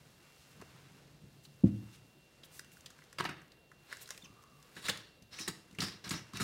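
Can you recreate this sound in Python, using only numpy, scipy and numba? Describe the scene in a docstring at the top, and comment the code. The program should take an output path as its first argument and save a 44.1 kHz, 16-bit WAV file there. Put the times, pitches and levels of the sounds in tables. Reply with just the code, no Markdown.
"""A small quiet room hums with a low drone and a thin whine while gloved hands rustle and tick.
At about 1.6 s they set a tumbler down on a cloth-covered table, and the table top booms under it.
They lift a plastic cup and, from about 3.2 s to the end, unscrew its lid turn by turn:
the thread sticks and slips, so the lid scrapes and snaps. The room adds a short echo."""
import sys
import numpy as np
from scipy import signal
from scipy.io import wavfile
from scipy.ndimage import uniform_filter1d
from numba import njit

SR = 44100
rng = np.random.default_rng(int(sys.argv[2]) if len(sys.argv) > 2 else 0)


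def unload_wav(signal):
    """Save mono or channel-first audio to the path in sys.argv[1] as 16-bit WAV at rate SR, clipped to [-1, 1]."""
    wavfile.write(
        sys.argv[1],
        SR,
        np.round(np.clip(np.atleast_2d(signal).T, -1, 1) * 32767).astype(np.int16),
    )


N = 283563
TIME = np.arange(N) / SR

# low notes at which the lid and cup wall ring: f/Hz, width/Hz, relative level/dB
LID_LOW_MODES = [(484, 206, -0.5), (992, 134, -1), (1113, 110, 1), (1362, 104, 6), (1450, 290, 3.5),
                 (1767, 340, 2), (1930, 35, 7), (2150, 230, -3.5), (2377, 99, 0.5), (2664, 620, -3)]


def undb(db):
    """Turn decibels into a gain."""
    return 10 ** (np.asarray(db) / 20)


def unit(x):
    """Scale to an average (rms) level of 1."""
    return x / np.sqrt(np.mean(x ** 2))


def band(x, hz, width):
    """A resonance: keeps the sound near hz and weakens the rest."""
    return signal.lfilter(*signal.iirpeak(min(hz, .45 * SR), hz / width, fs=SR), x)


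@njit
def glide(x, hz, width):
    """A resonance whose pitch moves (a state-variable filter)."""
    out, band_state, low_state = np.empty(len(x)), 0., 0.
    for i in range(len(x)):
        step, damping = np.tan(np.pi * hz[i] / SR), width / hz[i]
        passed = (band_state + step * (x[i] - low_state)) / (1 + step * (step + damping))
        band_state = 2 * passed - band_state
        low_state += 2 * step * passed
        out[i] = damping * passed
    return out


def body(x, modes):
    """An object ringing at several notes; neighbouring notes swing opposite ways."""
    return sum((-1) ** k * undb(db) * band(x, hz, width) for k, (hz, width, db) in enumerate(modes))


def add(track, start, sound):
    """Mix a short sound in at start seconds."""
    i = int(start * SR)
    track[i:i + len(sound)] += sound[:N - i]


def wander(per_s):
    """A smooth random wobble of size 1, with per_s new values a second."""
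    hold = int(SR / per_s)
    steps = np.repeat(rng.standard_normal(N // hold + 1), hold)
    return unit(uniform_filter1d(uniform_filter1d(steps, hold), hold)[:N])


def grains(per_s, spread_db):
    """Random clicks, many small and a few large."""
    clicks = (rng.random(N) < per_s / SR) * rng.standard_normal(N)
    return clicks * undb(spread_db * np.minimum(rng.exponential(size=N), 4.5))


def air():
    """The room's background noise: the bass flickers, the hiss stays nearly even."""
    # tone colour of the noise: f/Hz, relative level/dB
    spectrum = [(15, -42), (25, 11), (91, 2.5), (144, 0.5), (246, -0.5), (495, -2), (895, -14), (1240, -15),
                (2490, -21), (2770, -20), (3000, -20), (3720, -13.5), (15500, -79)]
    out, (freqs, db) = 0, np.transpose(spectrum)
    for hz in 30 * 2 ** np.arange(0, 9.1, .5):  # half-octave steps
        noise = band(band(rng.standard_normal(N), hz, hz / 2), hz, hz / 2)
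        flicker_db = 2.5 * min(300 / hz, 1) ** .5 * wander(20)
        out += noise * undb(np.interp(np.log(hz), np.log(freqs), db) + flicker_db)
    return unit(out) * undb(-65)


def drone():
    """A narrow band of low noise that swells and sinks."""
    # loudness of the drone: t/s, level/dB
    levels = [(0.0, -67), (0.35, -71.5), (0.73, -62.5), (1.04, -60), (1.6, -63), (2.1, -69), (3.06, -67.5),
              (3.3, -73), (4.5, -70), (5.0, -76), (6.43, -77)]
    hum = unit(band(rng.standard_normal(N), hz=142, width=18))
    return hum * undb(np.interp(TIME, *np.transpose(levels)))


def whine(hz=2748):
    """A thin tone with a steady pitch and a wavering level."""
    # loudness of the whine: t/s, level/dB
    levels = [(0.0, -80.5), (0.4, -72), (1.2, -81.5), (1.7, -74), (2.4, -76), (2.7, -73), (3.1, -79.5),
              (4.1, -71.5), (4.45, -77), (4.9, -70.5), (5.5, -76), (6.43, -71)]
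    tone = np.sqrt(2) * np.sin(2 * np.pi * hz * TIME)
    return tone * undb(np.interp(TIME, *np.transpose(levels)) + 1.5 * wander(30))


def rustle():
    """Sleeves and rubber gloves crackle finely, each pitch band flickering on its own."""
    # movement of the hands: t/s, level/dB, treble lift per band/dB
    movement = [(0.0, -59, 2), (0.6, -58, 1), (0.86, -54, -1), (1.18, -62.5, 1), (1.45, -68, 4),
                (1.84, -60.5, 1.5), (2.17, -67.5, 3.5), (2.44, -59.5, -0.5), (2.67, -59, 0.5),
                (3.15, -61.5, 1), (3.5, -84.5, 7.5), (3.76, -66.5, 2), (3.94, -56, 1.5), (4.23, -59.5, 2),
                (4.45, -66.5, 2), (4.75, -58, 2), (5.1, -79.5, 6), (5.7, -60, 0.5), (6.43, -54, -2.5)]
    out, (times, db, lift) = 0, np.transpose(movement)
    for k, (hz, band_db) in enumerate([(1300, -11), (2500, -15), (4500, -15), (8000, -27), (12500, -24.5)]):
        crackle = unit(grains(per_s=2500, spread_db=2.2)) + .9 * rng.standard_normal(N)
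        level_db = band_db + np.interp(TIME, times, db + k * lift) + 1.54 * wander(15)
        out += unit(band(crackle, hz, .86 * hz)) * undb(level_db)
    return out


def glove_swishes():
    """A glove slides over the cup: a short hiss swells and fades."""
    # brief slides: t/s, length/s, level/dB, f/Hz
    swishes = [(1.417, 0.063, -65, 6750), (1.632, 0.082, -62.5, 1510), (1.907, 0.078, -61.5, 3506),
               (2.429, 0.044, -61.5, 9100), (2.49, 0.15, -58, 7550), (2.706, 0.055, -63, 9000),
               (2.732, 0.089, -67.5, 10000), (3.03, 0.022, -76, 7000), (4.002, 0.045, -51, 9000),
               (4.416, 0.021, -65.5, 4900)]
    out = np.zeros(N)
    for start, length, db, hz in swishes:
        fade = np.hanning(int(length * SR))
        hiss = unit(band(rng.standard_normal(9000), hz, 1.4 * hz))
        add(out, start, undb(db) * fade * hiss[:len(fade)])
    return out


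def glove_squeaks():
    """Rubber squeaks under the fingers: a rough falling tone and its octave."""
    # squeaks: t/s, length/s, first f/Hz, last f/Hz, level/dB, relative octave level/dB
    squeaks = [(4.219, 0.013, 3750, 3500, -50.5, -12), (4.237, 0.022, 3080, 2920, -55.5, 1.5),
               (4.25, 0.017, 2720, 2610, -52, -5)]
    out = np.zeros(N)
    for start, length, first_hz, last_hz, db, octave_db in squeaks:
        fade = np.hanning(int(length * SR))
        phase = 2 * np.pi * np.cumsum(np.linspace(first_hz, last_hz, len(fade))) / SR
        phase += .11 * np.cumsum(rng.standard_normal(2000))[:len(fade)]  # roughens the tone
        add(out, start, undb(db) * fade * (np.sin(phase) + undb(octave_db) * np.sin(2 * phase)))
    return out


def lid_squeal():
    """The lid squeals faintly while it is forced: noise narrowed to a sliding note."""
    # course of the squeal: t/s, f/Hz, level/dB
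    course = [(4.24, 1106, -82), (4.254, 1070, -67), (4.28, 1150, -71), (4.408, 1200, -66),
              (4.7, 1120, -74)]
    times, hz, db = np.transpose(course)
    note = unit(glide(rng.standard_normal(N), np.interp(TIME, times, hz), width=60.))
    return note * undb(np.interp(TIME, times, db, left=-200, right=-200))


def table_ring(swell_ms=5.36):
    """The table top after a sharp tap: the bending spreads slowly, so the boom takes a moment to swell."""
    # notes of the table top: f/Hz, relative level/dB, time to fade by 60 dB/s
    modes = [(78.6, -18.5, 0.2), (104.6, -10.5, 0.16), (113.1, -32, 0.82), (170, -24, 0.034),
             (201, -30, 0.18), (202.6, 5.5, 0.04), (200.5, -22, 0.29), (238, -7.5, 0.094), (256, -22, 0.18),
             (334, -9, 0.13), (321.7, -28, 0.16), (370, -20.5, 0.082), (522, -16, 0.049),
             (680, -18.5, 0.045), (920, -18, 0.026)]
    t = TIME[:SR // 2]
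    ring = sum(undb(db - 60 * t / t60) * np.sin(2 * np.pi * hz * t) for hz, db, t60 in modes)
    swell = 1 - np.exp(-(t * 1000 / swell_ms) ** 2)
    return -ring * swell  # minus: the top first moves away from the listener


def table_blows():
    """The cloth softens each knock into a rounded push that makes the table top boom."""
    # knocks, the loudest being the tumbler: t/s, peak level/dB, contact time/ms
    knocks = [(0.595, -44.5, 5.5), (1.231, -46, 9.2), (1.635, -8.5, 1.37), (1.652, -27, 0.84),
              (3.195, -41, 4.9), (3.219, -53, 3.8), (3.258, -56, 2.2), (3.295, -46, 2.1), (4.229, -50.5, 1),
              (4.295, -50.5, 5.1), (4.839, -47, 9.5), (4.886, -34.5, 2.9), (5.214, -48.5, 8.9),
              (5.398, -43.5, 1.2), (5.483, -40.5, 1.1), (5.723, -46.5, 5), (5.792, -32.5, 1.5),
              (5.823, -30.5, 3.5), (6.061, -41, 3.3), (6.107, -30.5, 2.9), (6.15, -42, 2.1),
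              (6.334, -36.5, 4.5), (6.403, -30, 1.7)]
    out, ring = np.zeros(N), table_ring()
    for start, db, contact_ms in knocks:
        progress = TIME[:SR // 100] * 1000 / (contact_ms / 4)
        boom = signal.fftconvolve(ring, progress * np.exp(-progress))
        add(out, start, undb(db) * boom / np.abs(boom).max())
    return out


def snaps(rise_ms=.54, edge_hz=5100, edge_width_hz=7100):
    """The lid snaps and gloves tick: a dying burst of noise rings the struck spot and the lid."""
    # snaps and ticks: t/s, peak level/dB, f/Hz, relative level of the crisp edge/dB, fade time/ms
    clicks = [(0.605, -51.5, 980, -19, 2.6), (0.614, -41.5, 1160, -2.5, 3.1), (0.62, -42, 495, -16, 3.2),
              (1.451, -48, 4200, -13, 4.9), (2.434, -45, 3600, -23, 4.6), (2.594, -32, 1570, 1.5, 1.75),
              (2.645, -49.5, 2920, 1, 2.5), (2.718, -49, 2900, 2, 2), (2.77, -47, 1530, -5, 1.1),
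              (2.808, -45.5, 2760, 17, 1.9), (2.86, -36.5, 3850, -3.5, 4.6), (2.903, -46, 1430, 6, 4.9),
              (2.989, -47.5, 1700, -12, 2.5), (3.02, -51.5, 1660, -20, 3.6), (3.039, -50, 441, 2, 2.2),
              (3.128, -42.5, 1640, 0.5, 1.8), (3.186, -32.5, 2140, -17, 1.7), (3.201, -28, 1130, -18, 1.1),
              (3.207, -24.5, 935, -11, 1.9), (3.241, -32, 1190, -5.5, 3.2), (3.252, -29.5, 930, -20, 1.8),
              (3.292, -34, 1640, -9.5, 3), (3.417, -48, 1460, -6, 3.1), (3.48, -57, 2750, 1, 2.2),
              (3.519, -49.5, 4340, 2, 2.9), (3.716, -46.5, 1440, -11.5, 2.9), (3.916, -48, 1670, -22, 1.6),
              (3.927, -28, 1720, -10.5, 1.55), (3.97, -40.5, 1620, 2, 1.4), (4.058, -46, 4170, -7, 2.3),
              (4.075, -44, 1890, 6, 4.4), (4.09, -39.5, 1730, 1, 2), (4.106, -28.5, 1730, 4.5, 0.94),
              (4.114, -49, 1910, -10, 1.4), (4.125, -48, 2330, -1, 2.1), (4.146, -46.5, 2720, -7, 2.3),
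              (4.177, -37.5, 2820, 3, 1.7), (4.438, -47.5, 1160, -3.5, 1), (4.627, -50, 1130, 15, 2),
              (4.766, -41, 1700, -8, 1.5), (4.884, -24, 1840, -6.5, 6), (4.895, -23.5, 3900, -2, 4.2),
              (4.974, -36.5, 3740, 16, 2.1), (5.223, -47.5, 2750, 13, 4.7), (5.387, -35, 2290, -8, 5.3),
              (5.395, -33.5, 2420, 9, 3.4), (5.464, -45, 4130, -2, 2.1), (5.477, -34, 1960, -19, 2.8),
              (5.711, -51, 3700, 3, 2.5), (5.728, -55, 4500, 9, 3.5), (5.748, -49, 2000, -4, 4.9),
              (5.786, -29.5, 2870, -29, 3.5), (5.804, -24, 4770, -14, 6.8), (5.825, -40, 4460, -21, 1.8),
              (6.044, -41.5, 4370, -22, 2.7), (6.092, -32.5, 6740, -1, 6.5), (6.108, -26.5, 4300, -20, 3.2),
              (6.335, -38.5, 1110, -1, 2.1), (6.37, -32.5, 2580, 1, 4.4), (6.399, -30.5, 1460, -13, 4.6),
              (6.416, -29, 1140, -1, 4.3)]
    out, t_ms = np.zeros(N), TIME[:1200] * 1000
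    for start, db, hz, edge_db, fade_ms in clicks:
        burst = rng.standard_normal(len(t_ms)) * np.exp(-t_ms / fade_ms) * (1 - np.exp(-t_ms / rise_ms))
        burst[0] = 2.18  # breaking free is one sharp tick
        spot = unit(band(band(burst, hz, .45 * hz), hz, .45 * hz))
        broad = unit(band(burst, hz, .89 * hz))
        lid = unit(body(burst, LID_LOW_MODES))
        edge = unit(band(band(burst, edge_hz, edge_width_hz), edge_hz, edge_width_hz))
        snap = spot + undb(-9) * broad + undb(-7.5) * lid + undb(edge_db) * edge
        add(out, start, undb(db) * snap / np.abs(snap).max())
    return out


def stick_slip():
    """The thread catches and lets go: many tiny uneven slips over a smooth rub."""
    friction = unit(grains(per_s=3000, spread_db=2.5)) + .99 * rng.standard_normal(N)
    return friction * undb(2 * wander(60))


def lid_turns(rasp_split=.051, rise_curve=1.43):
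    """The slipping thread makes the lid ring, hiss and rasp, and the cup rumble."""
    # the lid's upper ring: f/Hz, width/Hz, relative level/dB
    upper_modes = [(3333, 200, -2), (3387, 70, 3), (3850, 130, 0.5), (3663, 190, -8.5), (4270, 140, 4.5),
                   (4306, 155, 8), (4700, 33, 3)]
    # the lid's hiss: f/Hz, width/Hz, relative level/dB
    hiss_modes = [(6850, 450, -1.5), (8150, 600, -1), (8950, 470, -2.5), (10600, 1500, -4.5),
                  (11900, 13500, -14)]
    # the full cup and the table under it, shaken by the hands: f/Hz, width/Hz, relative level/dB
    rumble_modes = [(88, 120, -7.5), (131, 18, 4), (163, 37.4, 0.5), (210.5, 51, -7), (321.6, 35, -0.5),
                    (475, 117, -7)]
    # the hand leaves one hollow of the lid free to ring; its pitch follows the grip: t/s, f/Hz
    hollow_pitch = [(3.2, 4200), (3.4, 3650), (3.9, 4050), (4.8, 3740), (5.05, 3500), (5.33, 4090),
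                    (5.8, 3560), (6.08, 4120), (6.2, 3600), (6.43, 4060)]
    # jerks and drags of the thread: t/s, rise/s, hold/s, time to fade by 60 dB/s, scrape level/dB,
    # then, relative to the scrape, upper ring/dB, hiss/dB, rumble/dB, rasp/dB; last, rasp f/Hz
    slides = [(3.183, 0.0031, .012, 0.073, -40, -7.5, -12.5, -4, -8, 5030),
              (3.196, .008, 0.0054, 0.04, -36.5, -9.5, -27, -1.5, -19, 4800),
              (3.215, 0.014, 0.027, 0.072, -47.5, -28, -19, 3, -18, 4900),
              (3.25, 0.0024, 0.0032, 0.05, -34, -6, -22, -4.5, -15, 4970),
              (3.287, 0.0047, 0.0026, 0.22, -49.5, -14, -22, 0, -13, 5200),
              (3.27, 0.013, 0.03, 1, -58.5, -11.5, -23, -4.5, -22, 5000),
              (3.87, 0.061, 0.0037, 0.033, -50.5, -4, -11, -20, -12, 5200),
              (3.93, 0.0089, .07, 0.84, -71.5, 4, 4, -17, 4, 5130),
              (4.099, 0.0096, .002, 0.057, -49, -12, -4, -20, -3, 5340),
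              (4.11, 0.031, 0.039, 0.05, -68.5, -19, 1, 5, -18, 5640),
              (4.763, 0.0052, 0.0026, 0.065, -52.5, -8, -22, 0, -15, 5200),
              (4.74, 0.017, 0.067, 0.17, -60.5, -2, -2.5, -1, -6, 5000),
              (4.82, 0.046, 0.025, 0.06, -50, 3.5, -4, -17, -3, 5230),
              (4.88, 0.013, 0.0059, 0.06, -36, 1, -6, -30, -17, 5670),
              (4.91, 0.023, .03, 0.62, -55.5, -0.5, -10, -4, -7, 5330),
              (5.305, 0.027, 0.13, 0.085, -55, 0.5, -8.5, -8, -2.5, 5470),
              (5.395, 0.011, 0.013, 0.15, -64, 2, 7, 6, 19, 5670),
              (5.476, 0.0033, 0.0049, 0.043, -38.5, -4, -2, -3, -5, 5130),
              (5.49, 0.0054, .005, 0.38, -60, -2, 0, 6.5, 3, 5130),
              (5.785, 0.0017, 0.029, 0.06, -44.5, -7, -7, 3.5, -14, 4800),
              (5.815, 0.0045, .002, 0.13, -34.5, -3.5, -5, -5, -4, 5030),
              (5.83, 0.0083, 0.028, 0.26, -51.5, -2, -9, 3.5, 3.5, 5000),
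              (5.9, 0.014, 0.035, 0.33, -67.5, -1, -24, -6, -6, 5300),
              (6.039, 0.0024, 0.041, 0.15, -51.5, -4, -10.5, -3, -3, 5500),
              (6.105, 0.0059, 0.0064, 0.04, -37, -7, -2.5, 0, -11, 5130),
              (6.115, 0.023, 0.027, 0.21, -47.5, -4.5, -11.5, -1.5, 0.5, 5580),
              (6.325, 0.037, .02, 0.35, -49, -2.5, -9, -0.5, -5.5, 5500),
              (6.397, 0.0091, .03, .2, -41, -4, -3.5, 2, -11, 5500)]
    slips, slides = stick_slip(), np.array(sorted(slides))
    rasp_hz = np.interp(TIME, slides[:, 0] + slides[:, 1], slides[:, -1])
    # the rasp is two resonances, just below and above its pitch
    rasp = sum(glide(stick_slip(), rasp_hz * (1 + side * rasp_split), width=280.) for side in (-1, 1))
    hollow = glide(slips, np.interp(TIME, *np.transpose(hollow_pitch)), width=280.)
    upper = unit(body(slips, upper_modes)) + undb(-2) * unit(hollow)
    scrape, hiss, rumble = (body(slips, modes) for modes in (LID_LOW_MODES, hiss_modes, rumble_modes))
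    layers = np.array([unit(layer) for layer in (scrape, upper, hiss, rumble, rasp)])
    out = np.zeros(N)
    for start, rise, hold, t60, db, *relative_db, _ in slides:
        i = int(start * SR)
        t = TIME[:min(N - i, SR // 2)]
        swell = np.minimum(t / rise, 1) ** rise_curve
        fade = undb(-60 * np.maximum(t - rise - hold, 0) / t60)
        mix = undb([0, *relative_db]) @ layers[:, i:i + len(t)]
        add(out, start, undb(db) * swell * fade * mix)
    return out


def room(direct, echo_db=-11.5):
    """The walls add a short, smooth echo that dies fastest in the treble."""
    # length of the echo: f/Hz, time to fade by 60 dB/s
    decays = [(150, 0.52), (600, 0.32), (2000, 0.37), (6000, 0.26), (12000, 0.11)]
    t = TIME[:SR // 2]
    tail = sum(band(rng.standard_normal(len(t)), hz, 1.63 * hz) * undb(-60 * t / t60) for hz, t60 in decays)
    tail *= np.clip(t / .0034, 0, 1)  # builds up as the nearest walls answer
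    tail /= np.sqrt(np.sum(tail ** 2))
    return direct + undb(echo_db) * signal.fftconvolve(direct, tail)[:N]


def scene():
    """The handling sounds echo in the room; the faint sounds are added without echo. One channel."""
    handling = table_blows() + snaps() + glove_swishes() + glove_squeaks() + lid_turns()
    return (room(handling) + rustle() + drone() + whine() + lid_squeal() + air())[None]


def record(dry, bass_cut_hz=74.5, treble_cut_hz=15800):
    """The microphone loses the deep bass and the highest treble."""
    thin = signal.sosfilt(signal.butter(2, bass_cut_hz, btype="high", fs=SR, output="sos"), dry)
    return signal.sosfilt(signal.ellip(10, .2, 70, treble_cut_hz, fs=SR, output="sos"), thin)


dry = scene()
out = record(dry)
unload_wav(out)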